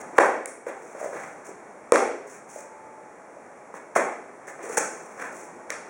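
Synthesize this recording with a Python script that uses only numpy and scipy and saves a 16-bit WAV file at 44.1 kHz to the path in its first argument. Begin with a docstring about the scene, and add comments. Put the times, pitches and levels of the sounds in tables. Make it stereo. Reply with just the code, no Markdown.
"""A bare shed with a concrete floor, two microphones close to a big cardboard box.
Plastic packing straps are peeled open and snapped off: each release cracks and slaps the hollow box,
and the loose strap ticks against box and floor. Hands knock and slide on the board, then a flap is
pulled up. The walls echo and ring; from outside come a steady rush and a faint, far whine."""
import sys
import numpy as np
from scipy import signal
from scipy.fft import rfft, irfft
from scipy.io import wavfile

SR = 44100
rng = np.random.default_rng(int(sys.argv[2]) if len(sys.argv) > 2 else 0)


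def generate_wav(sig):
    """Save sig (samples, or channels by samples) to the path in sys.argv[1] as 16-bit PCM at SR."""
    pcm = np.round(np.clip(np.atleast_2d(sig).T, -1, 1) * 32767).astype(np.int16)
    wavfile.write(sys.argv[1], SR, pcm)


N = 259879
TIME = np.arange(N) / SR

# spectrum of the whole carton's rattle: frequency_hz, level_db
RATTLE_SPECTRUM = [(60, -10), (170, -12.5), (330, 3.5), (500, 1.5), (850, 4.5), (1400, -2.5), (2300, -4.5),
                   (3500, -3), (5500, -12), (10000, -23)]


def from_db(db):
    return 10 ** (np.asarray(db) / 20)


def unit_rms(x):
    return x / np.sqrt(np.mean(x ** 2) + 1e-20)


def at_hz(points, hz):
    """Reads a table along a log-frequency axis."""
    at, value = np.transpose(points)
    return np.interp(np.log(np.maximum(hz, 1)), np.log(at), value)


def colour(x, spectrum):
    """Minimum-phase filter that follows rows of frequency_hz, gain_db."""
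    size = 4096
    gain = from_db(at_hz(spectrum, np.fft.rfftfreq(size, 1 / SR)))
    cepstrum = irfft(np.log(gain))
    cepstrum[1:size // 2] *= 2
    cepstrum[size // 2 + 1:] = 0
    response = irfft(np.exp(rfft(cepstrum)))
    response = response.reshape((1,) * (x.ndim - 1) + (-1,))
    return signal.oaconvolve(x, response, axes=-1)[..., :x.shape[-1]]


def drift(turns_per_s):
    """A random wander between points of spread 1."""
    knots = rng.standard_normal(N // 16)
    return np.interp(TIME * turns_per_s, np.arange(len(knots)), knots)


def add(track, start_s, sound):
    """Lays a sound into a track."""
    at = max(0, round(start_s * SR))
    track[at:at + len(sound)] += sound[:max(0, N - at)]


def diffuse_noise(size):
    """Noise from all around: alike at both microphones in the low mids, wide in the treble."""
    # stereo width: frequency_hz, side_against_mid_db
    width = [(60, -7), (130, -12), (280, -24), (550, -22), (1000, -16), (2000, -13), (5000, -5),
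             (14000, -2)]
    mid, side = rng.standard_normal((2, size))
    return mid + colour(side, width) * np.array([[1], [-1]])


def outdoor_rush(waver_db=0.4):
    """A steady outdoor rush; the background dips after the first loud snap and then wavers."""
    # colour of the rush: frequency_hz, level_db
    spectrum = [(25, -70), (55, -11), (110, -10), (230, -2), (400, 2.5), (600, 3), (850, 0), (1200, -4),
                (2200, -11.5), (4000, -16), (7000, -16.5), (16000, -34.5)]
    # its level as heard: time_s, level_db
    levels = [(0, -42), (0.6, -51), (1.0, -44.5), (1.8, -47), (3.7, -49), (4.45, -47.5), (5.1, -44.5),
              (5.89, -45.5)]
    level_db = np.interp(TIME, *np.transpose(levels)) + waver_db * drift(3.19)
    return from_db(level_db) * unit_rms(colour(diffuse_noise(N), spectrum))


def far_whine(rest_hz=839.6, rest_db=-59.5, db_per_hz=0.2024, waver_hz=4.15, flutter_db=1.8):
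    """A thin, wavering tone like that of a far machine, louder as its pitch rises."""
    # course of the whine: time_s, pitch_hz
    glide = [(0.1, 864), (0.4, 810), (2.48, 815), (2.64, 876.4), (3.02, 870), (3.12, 841), (4.3, 812),
             (5.5, 845)]
    pitch_hz = np.interp(TIME, *np.transpose(glide))
    phase = 2 * np.pi * np.cumsum(pitch_hz + waver_hz * drift(39.6)) / SR
    level_db = rest_db + db_per_hz * (pitch_hz - rest_hz) + flutter_db * drift(20.9)
    return np.sqrt(2) * np.sin(phase) * from_db(level_db)


def standing_waves(x, t60_s=0.091):
    """A few standing waves between the walls ring on after each blow."""
    # modes of the shed: pitch_hz
    modes = [451, 475, 671, 931, 1075, 1220, 1516, 1649, 1828, 1929, 2345]
    width_hz = np.log(1000) / (np.pi * t60_s)
    return sum(signal.lfilter(*signal.iirpeak(hz, hz / width_hz, fs=SR), x) for hz in modes)


def wall_echoes(x, gap_s=0.005, build_s=0.009):
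    """Wall echoes thicken and die away above 140 Hz; the lowest band swells faintly a second later."""
    # time to fall 60 dB, or to grow by as much where negative: frequency_hz, t60_s
    tail_times = [(100, -0.4), (250, 0.79), (500, 0.66), (1000, 0.53), (2000, 0.65), (6000, 0.57),
                  (10000, 0.44), (16000, 0.4)]
    # colour of the shed's echoes: frequency_hz, level_db
    spectrum = [(100, 0.5), (250, 6), (500, 9), (1000, 2), (2000, 2.5), (4000, -1.5), (8000, 0.5),
                (16000, -7.5)]
    t = TIME[:SR]
    noise, hz = rfft(diffuse_noise(SR)), np.fft.rfftfreq(SR, 1 / SR)
    edges_hz = np.r_[0, np.geomspace(140, 14000, 21), SR]
    onset = 1 - np.exp(-(np.maximum(t - gap_s, 0) / build_s) ** 2)
    response = 0
    for low, high in zip(edges_hz, edges_hz[1:]):
        centre_hz = min(high, np.sqrt(max(low, 1) * high))
        band = (hz >= low) & (hz < high)
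        tail = irfft(noise * band, SR) * onset * from_db(-60 * t / at_hz(tail_times, centre_hz))
        tail *= np.sqrt(2 * band.mean() / np.sum(tail ** 2))  # unity gain within the band
        response = response + tail * from_db(at_hz(spectrum, centre_hz))
    return signal.fftconvolve(x[None], response, axes=1)[:, :N]


def friction(spectrum, slips_per_s, grain_db, smooth_rub):
    """Tiny slips of uneven size over a smooth rub."""
    slips = (rng.random(N) < slips_per_s / SR) * rng.choice([-1, 1], N)
    sizes = from_db(grain_db * np.minimum(rng.exponential(1, N), 4))
    rub = unit_rms(slips * sizes) + smooth_rub * rng.standard_normal(N)
    return unit_rms(colour(rub, spectrum))


def slides(judder_db=2.5, rasp_gain_db=-1, hiss_gain_db=2, swell_share=0.17, fade_share=0.34):
    """Strap, hands and flap slide or tear along the board; the pressure judders over its flutes."""
    # strokes, levels ahead of the gains: start_s, length_s, rasp_db, hiss_db
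    strokes = [(0.0, 0.024, -49, -45), (0.146, 0.16, -43, -48), (0.181, 0.006, -12, -28.5),
               (0.661, 0.046, -44, -50.5), (0.982, .1, -49.5, -50.5), (1.112, 0.19, -44, -56),
               (1.44, 0.078, -57, -50.5), (2.259, 0.14, -56, -51), (2.472, 0.19, -57, -49),
               (3.736, 0.057, -47, -54), (3.951, .038, -25.5, -31.5), (4.466, 0.057, -45.5, -46.5),
               (4.623, 0.067, -47, -48.5), (4.683, 0.099, -44, -42), (4.769, 0.023, -30, -22),
               (5.175, .11, -39.5, -54), (5.315, 0.17, -63, -50.5), (5.692, 0.042, -38, -49)]
    # resting hands brush the board faintly: start_s, end_s
    brushes = [(0.72, 1.45), (4.5, 5.65)]
    # the cardboard's rasp: frequency_hz, level_db
    rasp_spectrum = [(60, -29), (170, -4.5), (330, -5.5), (550, -4), (850, 0.5), (1500, 3.5), (2300, -2),
                     (4000, -6.5), (9000, -22)]
    # the strap's hiss: frequency_hz, level_db
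    hiss_spectrum = [(800, -42), (2500, -3.5), (4000, -5), (6500, 5.5), (9000, -2.5), (12000, -9),
                     (16000, -5)]
    faint_strokes = [(start_s, end_s - start_s, -64.5, -57) for start_s, end_s in brushes]
    rasp, hiss = np.zeros((2, N))
    for start_s, length_s, rasp_db, hiss_db in strokes + faint_strokes:
        along = np.linspace(0, 1, max(8, int(length_s * SR)))
        pressure = np.clip(np.minimum(along / swell_share, (1 - along) / fade_share), 0, 1)
        add(rasp, start_s, from_db(rasp_db + rasp_gain_db) * pressure)
        add(hiss, start_s, from_db(hiss_db + hiss_gain_db) * pressure)
    rasp *= friction(rasp_spectrum, slips_per_s=2500, grain_db=2.0, smooth_rub=0.86)
    hiss *= friction(hiss_spectrum, slips_per_s=3400, grain_db=6.5, smooth_rub=1.2)
    return (rasp + hiss) * from_db(judder_db * drift(130))


def flex(hz, t60_s, rise_s):
    """Cardboard is pushed in and swings out in a few cycles."""
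    t = TIME[:SR // 8]
    return np.sin(2 * np.pi * hz * t) * from_db(-60 * t / t60_s) * (1 - np.exp(-t / rise_s))


def click(spectrum):
    """One clean click of the given colour, with unit energy."""
    pulse = colour(signal.unit_impulse(SR // 16), spectrum)
    return pulse / np.sqrt(np.sum(pulse ** 2))


def fingers(count=4, start_s=1.013, gap_s=0.0152, thump_db=-21.5, pitch_hz=613, slap_db=-32.5):
    """Rows of knocks: fingers land in turn on the top edge, each spot with a pitch of its own."""
    pitches_hz = pitch_hz * np.exp(0.16 * rng.uniform(-1, 1, count))
    return [(start_s + k * gap_s, thump_db, hz, slap_db) for k, hz in enumerate(pitches_hz)]


def knocks(thump_gain_db=2, slap_gain_db=6, rattle_gain_db=14, rise_s=0.0013):
    """Hands bump the box softly: the face thumps, the edge slaps and the carton rattles."""
    # bumps, levels ahead of the gains: start_s, thump_db, thump_hz, slap_db
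    bumps = [(0.131, -31, 336, -27), (0.667, -19.5, 525, -19), (0.949, -28.5, 590, -27),
             (1.129, -27, 487, -21.5), (1.49, -28, 397, -41), (2.56, -25.5, 602, -41),
             (3.369, -34.5, 610, -47), (4.593, -33.5, 727, -23.5), (4.638, -27, 417, -24.5),
             (4.697, -20.5, 457, -30), (4.731, -25.5, 400, -33)]
    face, edge, no_cracks, around = np.zeros((4, N))
    for start_s, thump_db, thump_hz, slap_db in bumps + fingers():
        add(face, start_s, from_db(thump_db + thump_gain_db) * flex(thump_hz, 0.024, rise_s))
        add(edge, start_s, from_db(slap_db + slap_gain_db) * flex(1150, 0.002, rise_s))
        add(around, start_s, from_db(slap_db + rattle_gain_db) * click(RATTLE_SPECTRUM))
    return np.array([face, edge, no_cracks, around])


def plastic_crack(spectrum, t60_s=0.005):
    """A dying cluster of tiny fractures, with unit energy."""
    t = TIME[:SR // 16]
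    cluster = colour(rng.standard_normal(len(t)) * from_db(-60 * t / t60_s), spectrum)
    return cluster / np.sqrt(np.sum(cluster ** 2))


def flicks(thump_gain_db=-11, rattle_gain_db=-25, thump_hz=540, thump_t60_s=0.021):
    """Rows of light snaps: loose strap and flap flick box and floor, barely moving the carton."""
    # ticks: start_s, slap_db, slap_hz, crack_db, crack_hz
    ticks = [(0.2590, -9, 1770, -29, 6000), (0.4581, -20, 2130, -16, 8900), (3.7407, -18.5, 970, -42, 6880),
             (4.4790, -23.5, 1787, -39, 6000), (4.6966, -25, 1510, -29, 7500),
             (5.7036, -15, 1850, -11, 4720)]
    return [(start_s, slap_db, slap_hz, slap_db + thump_gain_db, thump_hz, thump_t60_s,
             crack_db, crack_hz, slap_db + rattle_gain_db)
            for start_s, slap_db, slap_hz, crack_db, crack_hz in ticks]


def snaps(slap_t60_s=0.0066, rise_s=0.0006, crack_gain_db=13, direct_crack_db=-1):
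    """A strap lets go or the flap pops: it cracks, slaps the edge, thumps the face, rattles the box."""
    # each release lands twice, one row a landing, levels ahead of the gains:
    # start_s, slap_db, slap_hz, thump_db, thump_hz, thump_t60_s, crack_db, crack_hz, rattle_db
    landings = [(0.1852, 3.5, 1458, -1, 810, 0.0082, -14, 4570, 12),
                (0.1868, 8, 1016, 0.5, 558, 0.012, -22, 7000, -3),
                (1.9211, -0.5, 1190, -.5, 506, 0.021, -5, 5240, 12),
                (1.958, -1, 1340, -18, 412, 0.038, -7, 4070, -0.5),
                (3.9612, -0.5, 1125, -6, 713, 0.022, -26, 6540, -33),
                (3.9659, -4, 1130, -6.5, 514, 0.011, -17.5, 6600, 5),
                (4.7732, -4, 1600, -17, 864, 0.044, -19, 6250, -5.5),
                (4.7790, -13, 1520, -8, 492, 0.013, -11, 6500, -20)]
    face, edge, cracks, around = np.zeros((4, N))
    for (start_s, slap_db, slap_hz, thump_db, thump_hz, thump_t60_s,
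         crack_db, crack_hz, rattle_db) in landings + flicks():
        # spectrum of the crack: frequency_hz, level_db
        plastic = [(crack_hz / 8, -21), (crack_hz / 2, -7), (crack_hz, 0), (crack_hz * 3, -21)]
        crack_level = from_db(crack_db + crack_gain_db)
        add(face, start_s, from_db(thump_db) * flex(thump_hz, thump_t60_s, rise_s))
        add(edge, start_s, from_db(slap_db) * flex(slap_hz, slap_t60_s, rise_s))
        add(cracks, start_s, crack_level * from_db(direct_crack_db) * plastic_crack(plastic))
        # summed over all directions the fractures even out to a smooth spectrum
        add(around, start_s, crack_level * click(plastic) + from_db(rattle_db) * click(RATTLE_SPECTRUM))
    return np.array([face, edge, cracks, around])


def scene(echo_db=-2, face_to_room_db=-7, edge_to_room_db=-4, baffle_hz=220, lead_samples=0.45):
    """Face and edge beam at the microphones; the rattle of back and sides arrives by way of the walls."""
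    # air slips round the box, so its slowest motion radiates little
    baffle = signal.butter(2, baffle_hz, "high", fs=SR, output="sos")
    face, edge, cracks, around = signal.sosfilt(baffle, snaps() + knocks() + 1e-18)
    rub = signal.sosfilt(baffle, slides() + 1e-18)
    direct = face + edge + cracks + rub
    # the left microphone is a little nearer
    direct = direct + lead_samples * np.gradient(direct) * np.array([[1], [-1]])
    face_spill, edge_spill = from_db(face_to_room_db) * face, from_db(edge_to_room_db) * edge
    # each part of the box reaches the walls along paths of its own
    echoes = wall_echoes(face_spill + rub) + wall_echoes(edge_spill) + wall_echoes(around)
    ring = standing_waves(around + face_spill)
    return direct + from_db(echo_db) * echoes + ring + outdoor_rush() + far_whine()


def record(dry, clip_level=0.95, low_cut_hz=70, high_cut_hz=16000):
    """A filter dulls 3-5 kHz, cuts three narrow notches and leaves a gap near 12 kHz."""
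    # filter curve: frequency_hz, gain_db
    filter_curve = [(30, -10), (150, 1.5), (2300, 2.5), (2750, -10.5), (3300, -15), (4900, -17), (5600, -5),
                    (10000, -0.5), (11200, -10), (12200, -41), (13800, -18), (15500, -5)]
    # notches of the filter: centre_hz, width_hz
    notches = [(3010, 200), (4000, 170), (5000, 200)]
    out = colour(dry, filter_curve)
    for centre_hz, width_hz in notches:
        out = signal.lfilter(*signal.iirnotch(centre_hz, centre_hz / width_hz, fs=SR), out)
    # the loudest snap clips, then bass and top are cut
    out = np.clip(out, -clip_level, clip_level)
    out = signal.lfilter(*signal.butter(1, low_cut_hz, "high", fs=SR), out)
    return signal.sosfilt(signal.ellip(10, 0.1, 80, high_cut_hz, fs=SR, output="sos"), out)


dry = scene()
out = record(dry)
generate_wav(out)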